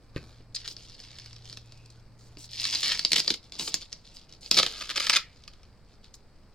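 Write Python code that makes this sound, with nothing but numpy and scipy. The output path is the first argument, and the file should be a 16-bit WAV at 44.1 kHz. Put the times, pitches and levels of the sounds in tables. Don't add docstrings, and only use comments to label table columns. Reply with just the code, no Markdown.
import sys
import numpy as np
from scipy import signal
from scipy.fft import rfft, irfft
from scipy.io import wavfile
from scipy.ndimage import uniform_filter1d

SR = 44100
rng = np.random.default_rng(int(sys.argv[2]) if len(sys.argv) > 2 else 0)


def log_audio(samples):
    frames = np.atleast_2d(samples).T
    limited = np.clip(frames, -1, 1)
    pcm = np.round(limited * 32767).astype(np.int16)
    wavfile.write(sys.argv[1], SR, pcm)


N = 288414
TIME = np.arange(N) / SR
# frequency in Hz, width in Hz, gain in dB.
FLAP_FIRST_GRIP = [(1165, 470, -8.5), (1850, 324, -2.5), (2360, 290, 5), (2474, 520, 3.5)]


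def from_db(db):
    return 10 ** (np.asarray(db) / 20)


def unit(x):
    return x / np.sqrt(np.sum(x ** 2, axis=-1, keepdims=True) + 1e-20)


def on_bins(points, size):
    hz, value = np.transpose(points)
    return np.interp(np.log(np.fft.rfftfreq(size, 1 / SR) + 1), np.log(hz), value)


def drift(rate_hz):
    return np.interp(TIME * rate_hz, np.arange(4096), rng.standard_normal(4096))


def impulse(spectrum, size=2048):
    cepstrum = irfft(np.log(from_db(on_bins(spectrum, size))))
    cepstrum[1:size // 2] *= 2
    cepstrum[size // 2 + 1:] = 0
    return unit(irfft(np.exp(rfft(cepstrum))))


def resonate(x, hz, width_hz):
    r = np.exp(-np.pi * width_hz / SR)
    feedback = [1, -2 * r * np.cos(2 * np.pi * hz / SR), r * r]
    return signal.lfilter(np.array([1, 0, -1]) * (1 - r * r) / 2, feedback, x)


def through(x, response):
    return signal.oaconvolve(x, response)[:N]


def add(track, start_s, sound):
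    i = max(int(start_s * SR), 0)
    track[..., i:i + sound.shape[-1]] += sound[..., :N - i]


def burst(x, start_s, length_s, rise_db=0):
    part = x[int(start_s * SR):][:int(length_s * SR) + 1]
    return unit(part * from_db(np.linspace(0, rise_db, len(part)))) * np.sqrt(len(part))


def diffuse(spectrum, size):
    # frequency in Hz, left-right correlation.
    coherence = [(50, 0.89), (300, 0.92), (1200, 0.87), (2500, 0.95), (4500, 0.075), (8000, 0), (15000, 0)]
    alike = on_bins(coherence, size)
    mid, side = rfft(rng.standard_normal((2, size)))
    pair = np.sqrt(1 + alike) * mid + np.sqrt(1 - alike) * side * [[1], [-1]]
    return unit(irfft(pair * from_db(on_bins(spectrum, size)), size))


def background(floor_db=-54.5, hum_hz=116, whine_hz=8000):
    # frequency in Hz, relative density in dB.
    floor_spectrum = [(20, -3), (70, -7), (146, -13), (350, -23.5), (480, -22.5), (700, -26.5), (1400, -32),
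                      (2400, -36.5), (3400, -48), (4700, -33), (6400, -49.5), (8500, -46), (11000, -55),
                      (16000, -56)]
    # time in seconds, level in dB.
    hum_levels = [(0, -68), (.15, -55.5), (.3, -57), (1.0, -60), (1.3, -51.5), (2.0, -56), (2.7, -54),
                  (3.0, -62.5), (3.2, -92.5), (6.54, -85.5)]
    floor = from_db(floor_db) * np.sqrt(N) * diffuse(floor_spectrum, size=N)
    phase = 2 * np.pi * np.cumsum(hum_hz + 0.34 * drift(rate_hz=6.4)) / SR
    hum_db = np.interp(TIME, *np.transpose(hum_levels)) + 1.3 * drift(rate_hz=3.3)
    hum = from_db(hum_db) * np.sin(phase)
    whine = from_db(-90.5) * np.sin(2 * np.pi * whine_hz * TIME)
    return floor + np.sqrt(2) * (hum + whine)


def handling_db(hold_db=-75.5, attack_s=0.012, sag_db_per_s=11, release_db_per_s=296):
    # start in seconds, length in seconds, level in dB.
    strokes = [(0.143, 0.26, -62), (0.546, 0.14, -50), (0.676, 0.041, -51.5), (0.769, 0.18, -52.5),
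               (0.976, 0.34, -52), (1.33, 0.1, -60), (1.435, 0.099, -51), (1.56, 0.44, -63.5),
               (2.188, 0.25, -68.5), (2.373, 0.078, -55), (3.421, 0.038, -56), (3.525, 0.077, -47.5),
               (3.577, 0.19, -43), (3.799, 0.017, -44.5), (3.88, 0.17, -63), (4.039, 0.18, -56),
               (4.28, 0.066, -57), (4.415, 0.047, -48.5), (5.276, 0.39, -65), (5.881, 0.065, -68),
               (6.024, 0.03, -61)]
    power, t = np.full(N, from_db(hold_db) ** 2), TIME[:SR]
    for start_s, length_s, db in strokes:
        fall_db = sag_db_per_s * t + release_db_per_s * np.maximum(t - length_s, 0)
        stroke = np.minimum(t / attack_s, 1) * from_db(db - fall_db)
        add(power, start_s, stroke ** 2)
    return 10 * np.log10(power)


def body(modes):
    click = signal.unit_impulse(4096)
    return unit(sum((-1) ** k * from_db(db) * resonate(click, hz, width_hz)
                    for k, (hz, width_hz, db) in enumerate(modes)))


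def snap(response, after_db, after_t60_s, after_per_s=2500):
    t = TIME[:SR // 50]
    force = from_db(after_db - 60 * t / after_t60_s) * rng.standard_normal(len(t))
    force *= rng.random(len(t)) < after_per_s / SR
    force[0] = 1
    return unit(np.convolve(force, response))


def bumps(slap_db=8):
    # time in seconds, level in dB.
    knocks = [(0.1615, -20.5), (.171, -51), (.404, -46), (2.37, -41)]
    # frequency in Hz, gain in dB, T60 in seconds.
    desk_modes = [(69, -22, 0.59), (151, -6, 0.063), (200, -23, 0.029), (299, -10, 0.088), (377, -1, 0.024),
                  (484, -13.5, 0.023)]
    t, thuds, slaps = TIME[:SR // 2], np.zeros(N), np.zeros(N)
    knock = sum(from_db(db - 60 * t / t60_s) * np.sin(2 * np.pi * hz * t) for hz, db, t60_s in desk_modes)
    for start_s, db in knocks:
        add(thuds, start_s, from_db(db) * knock)
        slap = snap(body(FLAP_FIRST_GRIP), after_db=2.0, after_t60_s=0.056)
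        add(slaps, start_s, from_db(db + slap_db) * slap)
    cushion = signal.butter(6, 590, fs=SR, output="sos")
    return signal.sosfilt(cushion, thuds + 1e-18) + slaps


def coupling(time_s, film_db, flap_shift_db, hollow_shift_db):
    # time in seconds, flap and hollow drive in dB re film.
    box_drive = [(0.3, 0.5, 3), (0.55, -18, -31), (0.63, -7.5, -35), (0.72, -16.5, -11.5), (1.1, -7, -19),
                 (1.3, -9.5, -20), (1.48, -12.5, -13.5), (1.6, -14, -11.5), (2.0, -11, -4),
                 (2.33, -20, 3.5), (2.45, -18, -28), (2.65, -14, -26.5), (2.85, -15.5, -26.5),
                 (2.92, -7.5, -27), (3.04, -15.5, -19), (3.14, -14.5, -21.5), (3.3, -14.5, -12.5),
                 (3.68, -12.5, -12), (4.0, -14, -21), (4.52, -15.5, -14.5), (4.66, -6, -15),
                 (4.95, -4.5, -19.5), (5.14, -3.5, -27), (5.3, -9, -24), (5.6, -4, -31), (6.14, -9.5, -24)]
    at_s, flap_db, hollow_db = np.transpose(box_drive)
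    return from_db([film_db,
                    film_db + np.interp(time_s, at_s, flap_db) + flap_shift_db,
                    film_db + np.interp(time_s, at_s, hollow_db) + hollow_shift_db])


def slips(per_s, spread_db, window_s):
    force = (rng.random(N) < per_s / SR) * from_db(spread_db * rng.standard_normal(N))
    force *= rng.choice([-1, 1], N)
    power = uniform_filter1d(force ** 2, int(window_s * SR))
    return force / np.sqrt(np.abs(power) + 1e-9)


def pulling_db():
    # time in seconds, crackle level in dB.
    first_pull = [(2.49, -50.5), (2.56, -39.5), (2.63, -30.5), (2.81, -32.5), (2.9, -29), (2.99, -40),
                  (3.1, -45), (3.16, -44), (3.23, -44), (3.31, -33.5), (3.38, -58)]
    second_pull = [(4.5, -56.5), (4.55, -27), (4.71, -43), (4.8, -41), (4.93, -46), (5.02, -31),
                   (5.09, -38), (5.151, -24), (5.22, -57)]
    return np.max([np.interp(TIME, *np.transpose(pull), left=-np.inf, right=-np.inf)
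                   for pull in (first_pull, second_pull)], axis=0)


def sticking(runs, dip_db=4, lead_s=0.025):
    starts_s = np.append(np.sort([start_s for start_s, _, _ in runs]), np.inf)
    ahead_s = starts_s[np.searchsorted(starts_s, TIME)] - TIME
    return from_db(-dip_db * np.exp(-ahead_s / lead_s))


def peeling(hands_db, firm_db=-43.5):
    # start in seconds, length in seconds, level in dB.
    runs = [(0.644, 0.02, -42.5), (2.645, 0.021, -33), (2.726, 0.028, -26.5), (2.829, 0.0064, -22),
            (2.839, 0.044, -27.5), (2.885, 0.049, -30), (2.938, 0.019, -34), (3.141, 0.006, -25),
            (3.154, 0.011, -18), (3.167, 0.038, -26), (3.276, 0.0034, -29), (3.302, 0.0044, -19),
            (3.339, 0.0051, -28), (3.589, 0.045, -36), (3.671, 0.013, -30), (3.92, 0.0049, -48),
            (4.509, 0.024, -33), (4.569, 0.032, -17.5), (4.627, 0.0065, -20.5), (4.807, 0.02, -37),
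            (4.892, 0.025, -33.5), (4.958, 0.012, -29.5), (4.974, 0.0052, -23.5), (4.998, 0.0088, -26.5),
            (5.025, 0.03, -39), (5.094, 0.011, -27), (5.129, 0.012, -25), (5.159, 0.012, -19.5)]
    gains = coupling(TIME, np.maximum(hands_db, pulling_db()), flap_shift_db=-2, hollow_shift_db=1.5)
    firmness = np.clip(gains[0] / from_db(firm_db), 0, 1) ** 0.19
    breaking = slips(per_s=1000, spread_db=6.0, window_s=0.014)
    rubbing = slips(per_s=1800, spread_db=9.0, window_s=0.12)
    force = gains * sticking(runs) * (firmness * breaking + np.sqrt(1 - firmness ** 2) * rubbing)
    ripping = slips(per_s=1300, spread_db=5.5, window_s=0.013)
    for start_s, length_s, db in runs:
        run_gains = coupling(start_s, db, flap_shift_db=2.84, hollow_shift_db=1.7)
        add(force, start_s, run_gains[:, None] * burst(ripping, start_s, length_s, rise_db=0.5))
    return force


def film_ring(film, hz, width_hz, ring_db):
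    return unit(film + from_db(ring_db) * resonate(film, hz, width_hz))


def ticks(hands_db, per_s=29, over_hands_db=27, pitch_hz=4700, ring_db=9.5):
    at = np.flatnonzero(rng.random(N) < per_s / SR)
    size, detune = rng.standard_normal((len(at), 2)).T
    levels_db = hands_db[at] + over_hands_db + 0.5 * size
    return list(zip(TIME[at], levels_db, pitch_hz * np.exp(0.1 * detune), np.full(len(at), ring_db)))


def cardboard(force, first_modes, second_modes, regrip_s=4.2):
    first = TIME < regrip_s
    return through(force * first, body(first_modes)) + through(force * ~first, body(second_modes))


def tape(hands_db):
    # frequency in Hz, relative density in dB.
    film_spectrum = [(1060, -30), (1800, -13), (2010, -15.5), (2180, -7), (2790, -6.5), (4530, 1),
                     (5150, -0.5), (5960, -7.5), (7030, -11.5), (10300, -20), (14500, -31.5), (16000, -44)]
    # time in seconds, level in dB, film pitch in Hz, ring of the free span in dB.
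    snaps = [(0.1619, -19.5, 3700, 14), (0.1789, -25.5, 4330, 20), (0.5488, -6.5, 4700, 22),
             (0.562, -6.5, 4570, 24), (0.567, -7, 4540, 24), (0.6777, -6, 4530, -11),
             (0.6849, -12.5, 4860, 12), (0.7123, -15.5, 5300, 21), (0.7665, -14, 5300, 17),
             (0.902, -26, 4330, 19), (1.002, -19, 5140, 8), (1.0478, -29.5, 4600, 0),
             (1.1864, -16.5, 3530, -7), (1.1985, -18.5, 5430, 24), (1.2195, -23, 5200, 15),
             (1.2602, -19.5, 4480, -18), (1.3304, -21.5, 5070, 4), (1.3636, -22, 5050, 7),
             (1.498, -16.5, 4500, 19), (1.528, -15.5, 5500, 0), (1.5724, -15, 5170, -9),
             (1.7223, -23.5, 4660, -18), (2.3713, -23, 4750, -15), (2.4434, -18.5, 5360, 20),
             (2.5329, -13, 5250, 13), (2.599, -3.5, 4660, 29), (2.6421, 0, 4350, 31),
             (2.6529, 0.5, 3250, 2), (2.756, 1, 4270, 20), (2.846, -2.5, 3730, 3), (2.9192, 3, 3370, 14.5),
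             (2.9936, 2.5, 4300, 4), (3.0498, 9, 4740, 13), (3.1064, -14, 4300, 3),
             (3.1188, 6.5, 4200, -12), (3.132, 8.5, 4530, -25), (3.183, 2.5, 4120, -7),
             (3.197, -3.5, 5500, -5), (3.2016, 4, 4900, 11), (3.2459, -12, 5070, 2), (3.279, 6.5, 4630, 10),
             (3.305, 1.5, 4150, 23), (3.522, -14, 4030, -12), (3.596, -2.5, 3900, 0), (3.7422, 5, 6800, 15),
             (3.9279, -8, 6000, 17), (4.1689, -19, 5300, 0), (4.3253, -21, 5800, 19),
             (4.461, -13.5, 4530, 22), (4.5134, 10.5, 4700, 16), (4.5442, 3, 5070, 22),
             (4.5742, 0, 4240, 5), (4.5847, 7, 4000, 22), (4.602, 1, 4270, 9), (4.664, 1, 3100, 3),
             (5.0685, 0.5, 3970, -2), (5.0972, 8.5, 4690, -13), (5.1293, -9.5, 4660, -8),
             (5.1639, 5, 3600, 2), (5.4382, -26.5, 4430, 0), (5.4786, -17, 5040, 0),
             (5.5361, -31, 3960, -16), (5.6324, -32, 4070, -5), (6.0437, -26.5, 4110, -4),
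             (6.1417, -21.5, 6370, 21.5)]
    # frequency in Hz, width in Hz, gain in dB.
    flap_second_grip = [(1050, 300, -6.5), (1276, 120, 3), (1745, 170, 3), (1863, 410, 0), (2336, 360, 3.5),
                        (2468, 160, 6.5), (3200, 800, -5.5)]
    hollow_first_grip = [(146, 44, 0), (235, 78, 2.5), (333.6, 73, 1), (460, 78, -1.5), (813, 2700, -13)]
    hollow_second_grip = [(75, 99, -7), (165, 56, 3.5), (262, 180, 1.5), (484, 90, 4.5), (605, 200, -1.5),
                          (800, 140, -1)]
    on_film, on_flap, on_hollow = peeling(hands_db)
    response = impulse(film_spectrum)
    pitches_hz = np.geomspace(2500, 7000, num=10)
    span = rng.integers(0, len(pitches_hz), N)
    film = sum(through(on_film * (span == k), film_ring(response, hz, width_hz=740, ring_db=5.5))
               for k, hz in enumerate(pitches_hz))
    for start_s, db, hz, ring_db in snaps + ticks(hands_db):
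        spared_db = 0.15 * ring_db
        gains = coupling(start_s, db, flap_shift_db=-1.5 - spared_db, hollow_shift_db=-3.5 - spared_db)
        to_film, to_flap, to_hollow = gains[:, None]
        ring = film_ring(response, hz, width_hz=1100, ring_db=ring_db)
        add(film, start_s, to_film * snap(ring, after_db=-6.5, after_t60_s=0.014))
        add(on_flap, start_s, to_flap * snap([1], after_db=-7.0, after_t60_s=0.026))
        add(on_hollow, start_s, to_hollow)
    flap = cardboard(on_flap, FLAP_FIRST_GRIP, flap_second_grip)
    hollow = cardboard(on_hollow, hollow_first_grip, hollow_second_grip)
    return film + flap + hollow


def crinkles(hands_db, re_hands_db=-12.5, re_pull_db=-14.5):
    # start in seconds, length in seconds, level in dB, share of hard creases from 0 to 1.
    crumples = [(0.546, 0.016, -37, 0), (0.67, 0.063, -52, 0.6), (1.658, 0.0037, -60, 0.5),
                (1.772, 0.0076, -59, 0), (1.858, 0.003, -51, 0.1), (1.901, 0.0058, -51, 0),
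                (2.188, 0.1, -62.5, 0.2), (2.382, 0.078, -50.5, 0.5), (3.157, 0.05, -37.5, 0.9),
                (3.589, 0.11, -39, 0.3), (3.741, 0.0041, -28, 0.6), (4.14, 0.031, -56, 0.6),
                (4.409, 0.091, -55, 0.3), (4.511, 0.0043, -21, 0.75), (6.138, 0.016, -52, 0.57)]
    # frequency in Hz, relative density in dB.
    soft_spectrum = [(2000, -40), (4300, 8), (6000, 2), (8400, 1), (10000, -16), (16000, -22.5)]
    hard_spectrum = [(2000, -42.5), (5000, 4.5), (7500, 2.5), (11000, -6.5), (16000, -9.5)]
    loose = slips(per_s=290, spread_db=10.0, window_s=0.08)
    soft = from_db(hands_db + re_hands_db) * loose
    hard = from_db(pulling_db() + re_pull_db) * loose
    gentle, forced = (slips(per_s=2800, spread_db=11.5, window_s=0.0068) for _ in range(2))
    for start_s, length_s, db, hard_share in crumples:
        add(soft, start_s, from_db(db) * np.sqrt(1 - hard_share) * burst(gentle, start_s, length_s))
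        add(hard, start_s, from_db(db) * np.sqrt(hard_share) * burst(forced, start_s, length_s))
    return through(soft, impulse(soft_spectrum)) + through(hard, impulse(hard_spectrum))


def squeaks():
    # start in seconds, length in seconds, pitch in Hz, level in dB.
    slides = [(1.592, 0.39, 2540, -70.5), (1.868, 0.2, 1470, -76)]
    out, friction = np.zeros(N), rng.standard_normal(N)
    for start_s, length_s, hz, db in slides:
        tone = burst(resonate(friction, hz, width_hz=130), start_s, length_s)
        add(out, start_s, from_db(db) * tone * np.sqrt(2 * np.hanning(len(tone))))
    return out


def freed_flap():
    # start in seconds, level in dB, pitch in Hz, width in Hz, T60 in seconds.
    flap_ring = (5.175, -42, 2150.5, 950, 0.38)
    start_s, db, hz, width_hz, t60_s = flap_ring
    t, out = TIME[:SR // 2], np.zeros(N)
    shiver = resonate(resonate(rng.standard_normal(len(t)), hz, width_hz), hz, width_hz)
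    add(out, start_s, from_db(db - 60 * t / t60_s) * shiver / shiver.std())
    return out


def reflections(spectrum, start_s, t60_s):
    t = TIME[:SR // 2]
    return unit(diffuse(spectrum, size=len(t)) * from_db(-60 * t / t60_s) * (t > start_s))


def room(x, lag_s, near_db, far_db, moves_per_s, places=6):
    # frequency in Hz, relative density in dB.
    near_spectrum = [(100, -10.0), (700, 4.0), (1500, -6.5), (6000, -3.5), (16000, 0.0)]
    far_spectrum = [(100, 0.5), (1400, -4.5), (2100, -1.5), (3000, -3.0), (5000, 0.5), (9000, -8.5),
                    (16000, -5.5)]
    delay = np.exp(-2j * np.pi * np.fft.rfftfreq(N, 1 / SR) * lag_s)
    out = np.array([x, irfft(rfft(x) * delay, N)])
    crossfades = unit(np.transpose([drift(moves_per_s) ** 3 for _ in range(places)])).T
    for weight in crossfades:
        near = from_db(near_db) * reflections(near_spectrum, start_s=0.00032, t60_s=0.045)
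        far = from_db(far_db) * reflections(far_spectrum, start_s=0.0087, t60_s=0.17)
        out += [through(weight * x, echoes) for echoes in near + far]
    return out * from_db(-1.5)


def scene():
    hands_db = handling_db()
    sources = tape(hands_db) + crinkles(hands_db) + squeaks() + freed_flap() + bumps()
    return room(sources, lag_s=33e-6, near_db=-4.0, far_db=-13.5, moves_per_s=18) + background()


def record(dry):
    # frequency in Hz, left over right in dB.
    left_lift = [(100, -0.2), (2500, -0.3), (5000, 0.1), (9000, 1), (14000, 4)]
    coloured = irfft(rfft(dry) * from_db(on_bins(left_lift, N) / 2 * [[1], [-1]]), N)
    lowpass = signal.ellip(10, 0.1, 70, 16200, fs=SR, output="sos")
    return signal.sosfilt(lowpass, np.clip(coloured, -1, 1))


dry = scene()
out = record(dry)
log_audio(out)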